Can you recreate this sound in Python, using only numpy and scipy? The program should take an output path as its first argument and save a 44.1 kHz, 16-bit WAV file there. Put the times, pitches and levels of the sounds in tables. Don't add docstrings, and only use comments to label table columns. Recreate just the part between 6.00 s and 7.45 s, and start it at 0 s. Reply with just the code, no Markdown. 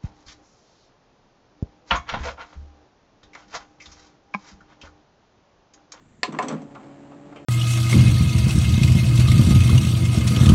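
import sys
import numpy as np
from scipy import signal
from scipy.fft import rfft, irfft
from scipy.io import wavfile

SR = 44100
rng = np.random.default_rng(int(sys.argv[2]) if len(sys.argv) > 2 else 0)


def master_out(mix):
    frames = np.transpose(np.atleast_2d(mix))
    ceiling = np.clip(frames, -1, 1)
    pcm = np.round(ceiling * 32767).astype(np.int16)
    wavfile.write(sys.argv[1], SR, pcm)


N = 63945

# start in seconds, then a boost in dB for each band below.
CLICKS = [(0.2314, -2.5, 2, -5, -3.5), (.3878, 2, -3, -23, -9.5)]
CLICK_BANDS_HZ = [900, 2200, 4500, 7500]
# pitch in Hz, level in dB, fade and rise in seconds.
PANEL_TONES = [(412.6, -36, 0.32, 0.006), (557, -33.5, 0.02, 0.00069), (725.4, -24.5, 0.11, 0.0012),
               (1004, -22, 0.14, 0.0064), (1026.4, -20.5, 0.12, 0.0054), (1340, -32, 0.019, .001),
               (1693, -35, 0.16, 0.00045), (1818, -14.5, 0.021, 0.00015), (2194, -24, 0.04, 0.0001),
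               (2602, -22, .045, 0.00023), (3563, -23, 0.034, 0.0002), (4264, -13, 0.021, 0.00025),
               (4663, -12, .016, 0.00024), (5120, -19, 0.026, 0.0004), (7350, -21.5, 0.019, 0.00053)]
# frequency in Hz, relative level in dB.
CASE_COLOUR = [(100, -43.5), (220, -4.5), (600, 3.5), (850, 0), (1150, 6), (1500, -11), (1900, -7.5),
               (2700, -2), (3250, -5.5), (4300, -0.5), (5100, -16), (5700, -10.5), (6700, -12.5),
               (7400, -13), (9000, -25.5)]
# time in seconds, rattle level in dB, rumble level in dB.
CAM_LEVELS = [(.27, -51.5, -52.5), (.315, -47, -50), (.344, -33.5, -41.5), (.365, -42.5, -40),
              (.385, -50, -36), (.418, -37.5, -55), (.433, -31, -48), (.468, -46, -37.5), (.495, -39, -39),
              (.513, -31, -39), (.55, -40.5, -32.5), (.6, -59, -43.5), (.68, -76, -48.5)]
RATTLE_COLOUR = [(80, -29), (200, -14), (380, 3), (550, 10.5), (750, -1), (1150, 8), (1600, -4.5),
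                 (2300, -8), (4500, -25), (8000, -45)]
# pitch in Hz, level in dB, fade in seconds.
FRAME_TONES = [(157.5, 0, .2), (216.2, 0.5, 0.23), (248.6, 1.5, 0.23), (290.3, -2.5, 0.18),
               (324.6, -1, 0.2), (423, -8.5, .12), (453, 0, 0.08), (519, -6, 0.099)]
# start in seconds, level in dB.
DRIVE_THUDS = [(0.2774, -33), (.3270, -34), (.4270, -35.5), (.4830, -44.5), (.5220, -29), (.6190, -37)]
THUD_COLOUR = [(60, -31.5), (150, -6), (300, -2), (500, -6), (800, -5), (2000, -26), (9000, -68)]
# time in seconds, level in dB.
GEAR_LEVELS = [(.27, -51), (.45, -36), (.68, -51.5), (.84, -46), (.95, -50), (1.2, -51), (1.32, -47.5),
               (1.45, -49.5)]
GEAR_COLOUR = [(60, -29.5), (110, -16.5), (175, -6), (220, 5.5), (265, -5.5), (330, 4.5), (400, -7.5),
               (520, -7), (780, -5), (1100, -13.5), (2000, -20), (3500, -27.5), (5200, -34), (8000, -39.5)]
# time in seconds, turns per second, level in dB.
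MOTOR_RUN = [(.28, 129, -53), (.55, 139, -38), (.69, 141.1, -51), (.745, 140.8, -45), (.80, 133.3, -52),
             (.88, 141, -44.5), (.96, 140.1, -51.5), (1.12, 142, -46.5), (1.21, 142.4, -50),
             (1.28, 143.8, -45.5), (1.37, 142.5, -51), (1.43, 143.4, -46)]
# multiple of the motor's speed, level in dB.
HUM_TONES = [(1, -7.5), (2, -0.5), (3, -13.5), (4, -9.5), (5, -18), (6, -23), (7, -25), (8, -21.5)]
# start in seconds, level in dB, rise in seconds.
LATCH_TICKS = [(0.3229, -46.5, 0.001), (0.4234, -36, 0.0024), (.4830, -32, 0.00073), (0.5233, -49.5, .001),
               (0.6175, -55, .0005)]
LATCH_COLOUR = [(500, -23), (1600, -16), (2100, 6.5), (2800, -1.5), (3400, 4.5), (4000, -5), (4350, 2.5),
                (4900, -11.5), (6000, 4.5), (7000, -6.5), (7700, 4.5), (9000, -22)]
# start in seconds, ring and tick levels in dB,
# the ring's rise and fade in seconds, boosts in dB for the hollow body and the plastic edge.
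TRAY_KNOCKS = [(.7495, -27.5, -44.5, .011, 0.13, -14, -23), (1.1130, -48, -55, 0.0027, .2, 8.5, -8.5),
               (1.3240, -44.5, -59, 0.0026, 0.094, 3, -3), (1.3598, -50, -45.5, 0.0003, 0.2, 14.5, 11.5)]
KNOCK_BANDS_HZ = [590, 1040, 2900]
# pitch in Hz, level in dB.
TRAY_TONES = [(640, -12.5), (875, -1), (1168, 0.5), (1300, -6), (1400, -5), (2140, -8), (2660, -15.5),
              (3130, -13)]
TRAY_COLOUR = [(100, -37), (220, -15.5), (350, 2), (700, 4.5), (950, -1), (1300, 5.5), (1700, -6),
               (2250, -5), (2650, -2), (3300, -12.5), (3800, -25.5), (8000, -30.5)]
CONTACT_COLOUR = [(500, -1.5), (2200, 4), (4500, -11.5), (6500, -12.5), (9000, -29)]
BACKGROUND_COLOUR = [(20, -18), (45, -12.5), (62, -17), (95, -8), (135, -6.5), (250, -8), (400, -18.5),
                     (600, -21), (1000, -25), (2000, -29), (4000, -37), (5300, -42.5), (7500, -31),
                     (8300, -48), (9000, -61.5)]


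def amp(db):
    return 10 ** (np.asarray(db) / 20)


def unit(x):
    return x / np.sqrt(np.mean(x ** 2) + 1e-20)


def clock():
    return np.arange(N) / SR


def curve(points, column=1):
    columns = np.transpose(points)
    return np.interp(clock(), columns[0], columns[column])


def colour(x, points):
    hz, db = np.transpose(points)
    gain = amp(np.interp(np.log(np.fft.rfftfreq(2 * N, 1 / SR) + 1), np.log(hz), db))
    return irfft(rfft(x, 2 * N) * gain)[:N]


def noise(points):
    return unit(colour(rng.standard_normal(N), points))


def grains(per_s, spread_db):
    size = amp(spread_db * np.minimum(rng.exponential(1, N), 4))
    return size * rng.choice([-1, 1], N) * (rng.random(N) < per_s / SR)


def ring(rise_s, fade_s):
    return (1 - np.exp(-clock() / max(rise_s, 1e-5))) * np.exp(-np.log(1000) * clock() / fade_s)


def tone(hz):
    return np.sin(2 * np.pi * (hz * clock() + rng.random()))


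def drift(hz):
    return unit(irfft(rfft(rng.standard_normal(N)) * (np.fft.rfftfreq(N, 1 / SR) < hz), N))


def add(mix, start_s, sound):
    part = mix[round(start_s * SR):]
    part += sound[:len(part)]


def button():
    out = np.zeros(N)
    for start, *boosts in CLICKS:
        panel = np.zeros(N)
        for k, (hz, db, fade, rise) in enumerate(PANEL_TONES):
            boost = np.interp(np.log(hz), np.log(CLICK_BANDS_HZ), boosts)
            panel += (-1) ** k * amp(db + boost) * ring(rise, fade) * np.sin(2 * np.pi * hz * clock())
        blow = list(zip(CLICK_BANDS_HZ, boosts))
        snap = amp(-17) * colour(noise(CASE_COLOUR), blow) * ring(rise_s=0.00028, fade_s=0.035)
        case = amp(-22) * colour(noise(CASE_COLOUR), blow) * ring(rise_s=0.0022, fade_s=0.13)
        add(out, start, panel + snap + case)
    return out


def frame_ring():
    return sum(amp(db) * ring(0.0033, fade) * tone(hz) for hz, db, fade in FRAME_TONES)


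def drive():
    turning = (clock() > CAM_LEVELS[0][0]) & (clock() < CAM_LEVELS[-1][0])
    teeth = grains(per_s=870, spread_db=0.5)
    rattle = turning * amp(curve(CAM_LEVELS)) * unit(colour(teeth, RATTLE_COLOUR))
    shaking = unit(signal.fftconvolve(teeth, frame_ring())[:N])
    boom = turning * amp(curve(CAM_LEVELS, column=2)) * shaking
    for start, db in DRIVE_THUDS:
        push = amp(-1) * noise(THUD_COLOUR) * ring(rise_s=0.0033, fade_s=0.057)
        add(boom, start, amp(db) * (frame_ring() + push))
    bass_cut = signal.butter(4, 125, "high", fs=SR, output="sos")
    return signal.sosfilt(bass_cut, boom) + rattle


def gears():
    running = clock() > GEAR_LEVELS[0][0]
    teeth = grains(per_s=1400, spread_db=-0.5)
    return running * amp(curve(GEAR_LEVELS)) * unit(colour(teeth, GEAR_COLOUR))


def motor():
    speed = curve(MOTOR_RUN) * (1 + 0.0039 * drift(hz=22))
    turns = np.cumsum(speed) / SR
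    hum = np.zeros(N)
    for multiple, db in HUM_TONES:
        waver_db = 1.24 * drift(hz=22)
        hum += amp(db + waver_db) * np.sin(2 * np.pi * (multiple * turns + rng.random()))
    running = clock() > MOTOR_RUN[0][0]
    return running * amp(curve(MOTOR_RUN, column=2)) * np.sqrt(2) * hum


def latch():
    out = np.zeros(N)
    for start, db, rise in LATCH_TICKS:
        shape = ring(rise, fade_s=0.032) + amp(-7) * ring(rise, fade_s=0.17)
        add(out, start, amp(db) * noise(LATCH_COLOUR) * shape)
    return out


def tray_knocks():
    out = np.zeros(N)
    for start, ring_db, tick_db, rise, fade, body_db, edge_db in TRAY_KNOCKS:
        tones = amp(-5) * sum(amp(db) * tone(hz) for hz, db in TRAY_TONES)
        blow = list(zip(KNOCK_BANDS_HZ, [body_db, 0, edge_db]))
        body = colour(noise(TRAY_COLOUR) + tones, blow)
        tick = amp(tick_db) * noise(CONTACT_COLOUR) * ring(rise_s=0.00041, fade_s=0.071)
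        add(out, start, amp(ring_db) * body * ring(rise, fade) + tick)
    return out


def room(x):
    tail = rng.standard_normal(N) * ring(rise_s=0.013, fade_s=0.14)
    return signal.fftconvolve(x, tail / np.linalg.norm(tail))[:N]


def scene():
    player = button() + latch() + drive() + gears() + tray_knocks() + motor()
    return (player + amp(-16.5) * room(player) + amp(-55.5) * noise(BACKGROUND_COLOUR))[None]


def record(dry):
    treble_cut = signal.firwin(301, 8650, window=("kaiser", 8), fs=SR)
    return signal.oaconvolve(dry, treble_cut[None], "same")


dry = scene()
out = record(dry)
master_out(out)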